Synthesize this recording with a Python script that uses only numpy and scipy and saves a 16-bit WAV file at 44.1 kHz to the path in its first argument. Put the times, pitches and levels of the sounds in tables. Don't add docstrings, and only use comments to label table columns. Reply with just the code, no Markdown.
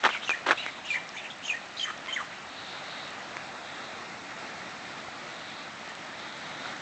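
import sys
import numpy as np
from scipy import signal
from scipy.io import wavfile
from scipy.ndimage import uniform_filter1d

SR = 44100
rng = np.random.default_rng(int(sys.argv[2]) if len(sys.argv) > 2 else 0)


def to_wav(sig):
    pcm = np.clip(np.atleast_2d(sig), -1, 1) * 32767
    pcm = np.round(pcm).astype(np.int16)
    wavfile.write(sys.argv[1], SR, pcm.T)


def volts_from_db(level):
    exponent = np.asarray(level, float) / 20
    return 10 ** exponent


N = 300321

# (time [s], length [s], grit level [dB], low push level [dB])
STEPS = [
    (0.037, .018, -19, -36.5),
    (0.051, .024, -12.5, -38),
    (0.093, .014, -27, -51),
    (.465, .026, -21.5, -30.5),
    (.488, .026, -19, -30),
    (0.511, 0.02, -14, -38),
]

# (time from main note [s], length [s], start pitch [Hz], end pitch [Hz], level re main note [dB])
FALLING = [
    [(-.003, .011, 3020, 2400, -1), (0, .035, 2580, 2360, 0)],
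    [(-.018, .013, 2950, 2640, -5), (.037, .022, 1790, 1900, -3), (.062, .02, 2000, 1790, -15)],
    [],
    [(-.068, .058, 3200, 3300, -20)],
]
FLAT = [
    [(-.001, .005, 2950, 2360, -8.5), (0, 0.019, 2450, 2400, 0.5), (.022, 0.024, 2340, 2465, -3.5),
     (.041, .04, 2360, 2380, -8)],
    [(-.015, 0.012, 2840, 2700, -10), (.04, .009, 1800, 2210, -2.5), (.052, .007, 1835, 2280, 0.5),
     (.056, 0.028, 2070, 1700, -9)],
    [(-.063, 0.047, 2880, 3140, -14.5), (.054, 0.04, 1050, 920, -17)],
    [(-0.034, 0.096, 3400, 3800, -16.5)],
]
RISING = [
    [(0.0014, 0.012, 2380, 2660, 0.012)],
    [(.017, .026, 2680, 2620, -8)],
    [(.053, .06, 1930, 2020, -11.5)],
    [(-.012, .115, 2500, 2550, -7)],
]
LEVEL = [
    [(0, 0.02, 3070, 3140, -0.5), (.003, 0.023, 6800, 5970, -17)],
    [(0, .035, 6900, 6550, -18), (-.023, .016, 3200, 3150, -11)],
    [(.045, 0.043, 1885, 1850, -10)],
    [],
]


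def rms_one(x):
    return x / np.sqrt(np.mean(x ** 2) + 1e-20)


def in_time(rows):
    s, *columns = np.transpose(rows)
    return [np.interp(np.arange(N) / SR, s, c) for c in columns]


def band(x, low_hz, high_hz):
    edges = [low_hz, min(high_hz, 20000)]
    return signal.sosfilt(signal.butter(2, edges, "band", fs=SR, output="sos"), x)


def drift(rate, size=N):
    r = np.exp(-2 * np.pi * rate / SR)
    run_in = 9000
    noise = rng.standard_normal(size + run_in)
    return rms_one(signal.lfilter([1], [1, -2 * r, r * r], noise)[run_in:])


def ring(clicks, hz, t60):
    r, w = volts_from_db(-60 / (t60 * SR)), 2 * np.pi * hz / SR
    return signal.lfilter([0, np.sin(w)], [1, -2 * r * np.cos(w), r * r], clicks + 1e-18)


def grains(per_s, spread_db, low_hz, high_hz, cycles):
    sizes = volts_from_db(spread_db * np.minimum(rng.exponential(1, N), 4)) * rng.choice([-1, 1], N)
    clicks = sizes * (rng.random(N) < per_s / SR)
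    dealt = rng.integers(0, 16, N)
    pitches = np.geomspace(low_hz, high_hz, 16)
    return rms_one(sum(ring(clicks * (dealt == k), hz, cycles / hz) for k, hz in enumerate(pitches)))


def add(out, s, piece):
    i = round(s * SR)
    out[i:i + len(piece)] += piece[:N - i]


def swell(s, length, rise, fall):
    corners = [s - rise, s, s + length, s + length + fall]
    return np.interp(np.arange(N) / SR, corners, [0, 1, 1, 0])


def hump(hz, centre_hz, octaves):
    return np.exp(-(np.log2(hz / centre_hz) / octaves) ** 2)


def foam_sheets():
    # (time [s], length [s], level [dB], centre pitch [Hz])
    sheets = [
        (0.01, 0.26, -54, 3740),
        (0.59, .15, -45.5, 3630),
        (2.6, 0.16, -41, 3850),
        (2.92, 0.11, -40, 3830),
        (3.682, 0.25, -47.5, 3510),
        (5.434, 0.18, -47, 3770),
        (6.242, 0.09, -47, 3720),
        (6.5, 0.18, -46.5, 3680),
    ]
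    rest_gain, rest_hz = volts_from_db(-57), 3830
    rise_s, fall_s = .15, .09
    gains = np.array([volts_from_db(db) * swell(s, length, rise_s, fall_s) for s, length, db, _ in sheets])
    total = rest_gain + gains.sum(axis=0)
    centre_hz = (rest_gain * rest_hz + np.array(sheets)[:, -1] @ gains) / total
    return total, centre_hz


def wash(wash_db, patchy_db):
    # (pitch [Hz], level per Hz [dB])
    colour = [(24, -56.5), (40, -27.5), (119, -8), (258, -3), (429, -9), (730, -1), (996, -6), (1300, -1.5),
              (1620, -4.5), (1890, -2.5), (2360, -6.5), (2700, -8), (3080, -10.5), (3760, -12.5),
              (8000, -24), (10400, -63), (17600, -120)]
    # (time [s], pitch [Hz], depth [dB])
    dip = [(0, 2880, -2.5), (3.2, 2870, -1.5), (3.7, 3060, 11), (4.3, 3080, 4.5), (5.7, 2730, 1),
           (6.81, 2680, 5)]
    low_edges = 22 * 2 ** np.arange(0, 3.9, 1 / 2)
    high_edges = 352 * 2 ** np.arange(0, 4.9, 1 / 6)
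    edges = np.r_[low_edges, high_edges]
    waves, foam = 0, 0
    white = rng.standard_normal((2, N))
    together, own = drift(4.5), drift(15.0, size=N + 40 * 9000)
    points = np.array(colour)
    dip_hz, dip_db = in_time(dip)
    foam_gain, foam_hz = foam_sheets()
    for k, (low, high) in enumerate(zip(edges, edges[1:])):
        hz = np.sqrt(low * high)
        flicker_db = patchy_db * (0.49 * together + own[k * 9000:][:N])
        noise = band(white[k % 2], low, high) * volts_from_db(flicker_db)
        db = np.interp(np.log(hz), np.log(points[:, 0]), points[:, 1])
        waves = waves + volts_from_db(db - dip_db * hump(hz, dip_hz, 0.13)) * noise
        foam = foam + hump(hz, foam_hz, 0.16) * noise
    return volts_from_db(wash_db) * rms_one(waves) + volts_from_db(-9.5) * foam_gain * rms_one(foam)


def knocks():
    # (time [s], peak level [dB], pitch [Hz])
    hollows = [
        (1.964, -28, 630),
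        (3.647, -34, 800),
        (4.618, -22, 1870),
        (5.084, -21.5, 765),
        (6.514, -27, 2150),
        (6.657, -20, 1420),
        (6.724, -24, 1530),
    ]
    out, click = np.zeros(N), np.eye(1, 1500)[0]
    for s, db, hz in hollows:
        add(out, s, volts_from_db(db - 8.0) * ring(click, hz, 0.028))
    return out


def shore():
    # (time [s], wash level [dB])
    waves = [(0.0, -42.5), (0.2, -43.5), (0.62, -43), (1.31, -45), (1.61, -45.5), (2.48, -43.5),
             (2.69, -42), (3.41, -41.5), (4.8, -41.5), (5.71, -42.5), (6.22, -42), (6.81, -39.5)]
    wash_db, = in_time(waves)
    swing_db = wash_db - wash_db.mean()
    gurgle_db = -52.5 - .8 * swing_db
    gurgle = volts_from_db(gurgle_db) * grains(400, 2.7, 620, 2520, cycles=18.0)
    spray_db = -58 - .3 * swing_db - .5 * drift(2.1)
    spray = volts_from_db(spray_db) * grains(1400, 3.8, 5200, 10500, cycles=4.5)
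    return wash(wash_db + 0.67, patchy_db=1.16) + gurgle + knocks() + spray


def trees(x):
    t = np.arange(SR // 2) / SR
    t60_s, first_echo_s = .4, .008
    sparse = rng.standard_normal(len(t)) * (rng.random(len(t)) < .05)
    echoes = sparse * volts_from_db(-60 * t / t60_s) * (t > first_echo_s)
    return signal.fftconvolve(x, echoes / np.sqrt(np.sum(echoes ** 2)))[:N]


def notes():
    roughness = [
        .15,
        .5,
        0.849,
        1.7,
    ]
    # (time [s], length [s], start pitch [Hz], end pitch [Hz], rms level [dB])
    warble = [
        [(.125, 0.0085, 2320, 3050, -37.5)],
        [(.137, 0.019, 2510, 2200, -34.5), (.14, .023, 3150, 2950, -43)],
        [(.082, 0.019, 2366, 2170, -36), (.1, 0.029, 2990, 2995, -41), (.147, .02, 1690, 910, -35.5),
         (.165, 0.014, 2350, 2150, -36.5)],
        [(.085, .095, 2800, 2410, -38)],
    ]
    leads = [
        [(.573, 0.014, 3150, 4000, -39), (1.425, .009, 2350, 3420, -47), (1.439, 0.0062, 2700, 3450, -40),
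         (1.77, 0.006, 3560, 4270, -36)],
        [(1.775, 0.078, 4780, 4880, -49), (1.13, .044, 1470, 2180, -47), (1.448, 0.017, 3170, 3100, -38),
         (1.477, .011, 4500, 2850, -45), (1.78, 0.012, 3670, 4500, -40), (1.797, 0.0062, 3300, 3080, -30.5),
         (1.809, .007, 3300, 3120, -32), (2.077, 0.029, 954, 1145, -45), (2.078, .026, 2084, 2136, -36.5),
         (2.083, 0.021, 3130, 3140, -41.5)],
        [(0.22, 0.04, 3650, 3950, -47), (1.3, 0.023, 3350, 3560, -41), (.218, .039, 2920, 3630, -40)],
        [(1.765, 0.02, 3960, 4470, -49), (1.79, .05, 3940, 3760, -41.5), (2.102, .013, 2230, 2900, -45)],
    ]
    turns = [
        [(.582, 0.042, 3930, 3850, -40), (1.25, .011, 3036, 2250, -38), (1.262, 0.017, 3050, 2150, -41)],
        [(.625, 0.021, 3100, 2600, -38), (1.172, 0.032, 3600, 3440, -43), (2.137, 0.021, 3190, 3650, -43),
         (2.159, 0.0209, 2310, 1624, -29)],
        [(.65, 0.058, 2390, 2010, -40.5), (1.845, .03, 1870, 1860, -38), (1.865, 0.052, 1249, 1295, -38),
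         (2.177, 0.057, 1566, 927, -37)],
        [(1.86, .063, 2510, 2180, -51)],
    ]
    overtones = [(0.232, 0.1, 5800, 6700, -49), (.85, 0.017, 6370, 6700, -51.5),
                 (.865, .012, 5450, 5300, -49), (0.894, 0.048, 7340, 7050, -53),
                 (1.142, .05, 6400, 6500, -54), (1.433, 0.079, 6410, 6620, -46.5),
                 (1.455, .035, 5280, 5270, -51), (1.773, .067, 6500, 6310, -52),
                 (1.496, .04, 7240, 6360, -48.5)]
    # (shape, [(main note time [s], rms level [dB], pitch factor [ratio])])
    sung = [
        (FALLING, [(.295, -27.5, 0.99), (1.497, -29, 1)]),
        (FLAT, [(.903, -27.5, 0.99)]),
        (RISING, [(.575, -34.5, 1.06), (1.165, -37.5, .93)]),
        (LEVEL, [(1.828, -28, 0.99), (2.125, -29.5, 1)]),
    ]
    once = [(0, 0, 1)]
    rows = [(*note, roughness[2]) for note in overtones]
    for pattern, phrases in sung + [(warble, once), (leads, once), (turns, once)]:
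        for s, db, pitch in phrases:
            for rough, voice in zip(roughness, pattern):
                for late, length, start_hz, end_hz, note_db in voice:
                    rows.append((s + late, length, pitch * start_hz, pitch * end_hz, db + note_db, rough))
    return rows


def bird():
    out, waver = np.zeros(N), (drift(220) + 1j * drift(210)) / np.sqrt(2)
    for k, (s, length, start_hz, end_hz, db, rough) in enumerate(notes()):
        count = round((length + 0.0033) * SR)
        share = np.clip(rough, 0, 1)
        pace = .3 + 1.2 * rough ** 2 * start_hz / 3000
        own = waver[(k * 3000 + (pace * np.arange(count)).astype(int)) % N]
        phase = 2 * np.pi * np.cumsum(np.linspace(start_hz, end_hz, count)) / SR
        steadiness = np.sqrt(1 - share ** 2) + 2.3 * share * own
        tone = rms_one(np.real(steadiness * np.exp(1j * phase)))
        add(out, s - .002, volts_from_db(db) * signal.windows.tukey(count, .45) * tone)
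    effort = np.abs(uniform_filter1d(np.abs(out), 700)) ** 0.66
    air = rng.standard_normal(N)
    rasp = rms_one(band(air, 2200, 3300)) + volts_from_db(-7) * rms_one(band(air, 5400, 7500))
    return out + volts_from_db(-25.0) * effort * rasp


SETTLE_DB = -10.5


def crunch():
    coarse = grains(2200, 1.3, 1200, 3880, cycles=21.0)
    fine = grains(3500, 4.8, 2800, 9100, cycles=3.6)
    grit = coarse + volts_from_db(-15) * fine
    push = rms_one(band(rng.standard_normal(N), 220, 650))
    out = np.zeros(N)
    press_s, lift_s = .004, .012
    for s, length, grit_db, push_db in STEPS:
        settle_db = SETTLE_DB * np.clip((np.arange(N) / SR - s) / length, 0, 1)
        grinding = volts_from_db(grit_db + settle_db - 8) * grit + volts_from_db(push_db - 4) * push
        out += swell(s, length, press_s, lift_s) * grinding
    return out


def slips():
    gap_s, level_db, spread_db = .0027, 4, 5
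    centre_hz, octaves, snap_db = 1420, .23, -18.5
    rows = []
    for s, length, grit_db, _ in STEPS:
        for k, (late, size, pitch) in enumerate(rng.standard_normal((12, 3))):
            t = gap_s * (k + .3 * late)
            db = grit_db + level_db + SETTLE_DB * t / length + spread_db * size
            if t < length:
                rows.append((s + t, min(db, -13), centre_hz * 2 ** (octaves * pitch), snap_db))
    return rows


def stones():
    # (time [s], peak level [dB], ring pitch [Hz], level of the brighter
    # snap re peak [dB])
    cracks = [(0.0392, -9, 1590, -17), (0.0426, -11, 1380, -24), (0.0531, -12, 880, -19),
              (0.0561, -9, 1100, -20), (0.0605, -12, 1420, -19), (0.0642, -7, 1030, -27),
              (0.0661, -10, 1140, -28), (0.0906, -11, 1360, -23), (0.2326, -24, 1250, -21),
              (0.2938, -9, 1460, -14), (0.3058, -13, 1660, -13), (0.3136, -17, 1500, -24),
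              (0.4626, -19, 1680, -21), (0.4832, -19, 3320, -24), (0.488, -11, 1850, -28),
              (0.4971, -13, 1680, -23), (0.5087, -4, 1550, -25), (0.5116, -10, 1490, -25),
              (0.5133, -9, 1440, -22), (0.5307, -18, 1210, -24), (0.6638, -13, 1900, -18),
              (0.69, -25, 1870, -17), (2.061, -24, 2500, -13), (2.072, -25, 2500, -12),
              (3.3687, -14, 2100, -17), (5.952, -30, 3000, -12), (6.65, -26, 1400, -20)]
    # (time [s], peak level [dB], pitch [Hz])
    ticks = [(0.175, -38, 6500), (.197, -38, 5200), (0.4742, -30, 7400), (.7594, -61, 5500),
             (1.0912, -27, 5460), (1.9778, -34, 6070), (2.2476, -39, 5400), (2.7894, -44, 7600),
             (3.1053, -34.5, 7500), (5.499, -44, 7800), (5.876, -29.5, 4200), (5.894, -35.5, 7300),
             (5.9523, -36, 7740), (6.1994, -31, 3800), (6.325, -31, 4200), (6.4, -41, 7550),
             (6.6294, -37, 4100), (6.766, -35, 6500)]
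    out, click = np.zeros(N), np.eye(1, 500)[0]
    rows = cracks + slips()
    signs = rng.choice([-1, 1], (100, 1))
    for (s, db, hz, snap_db), (sign,) in zip(rows, signs):
        cycles = 5.5 * volts_from_db(1.8 * max(db + 9, 0))
        body = ring(ring(click, hz, cycles / hz), 1.25 * hz, 2.2 / hz)
        snap = 3.4 * ring(click, 3200, .0022) - 1.1 * ring(click, 6400, .0016)
        sign = 1 if db > -10 else sign
        add(out, s - .0002, sign * volts_from_db(db) * (body / body.max() + volts_from_db(snap_db + 2.3) * snap))
    for s, db, hz in ticks:
        tick = ring(click, hz, .004) - .4 * ring(click, .55 * hz, .002)
        add(out, s, volts_from_db(db + 3.1) * tick)
    return out


def scene():
    song = bird()
    thin = signal.butter(3, 300, "high", fs=SR, output="sos")
    shoe = signal.sosfilt(thin, volts_from_db(-2.93) * stones() + crunch())
    echoes = trees(volts_from_db(-10.5) * song + volts_from_db(-21.0) * shoe)
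    return (shoe + song + echoes + shore())[None]


def low_pass(x):
    return signal.sosfilt(signal.butter(12, 9100, fs=SR, output="sos"), x)


def record(dry):
    cut = signal.sosfilt(signal.butter(2, 43, "high", fs=SR, output="sos"), dry)
    cut = signal.sosfilt(signal.butter(10, 7930, fs=SR, output="sos"), cut)
    cut = signal.sosfilt(signal.cheby2(12, 50, 9450, fs=SR, output="sos"), cut)
    return low_pass(cut)


dry = scene()
out = record(dry)
to_wav(out)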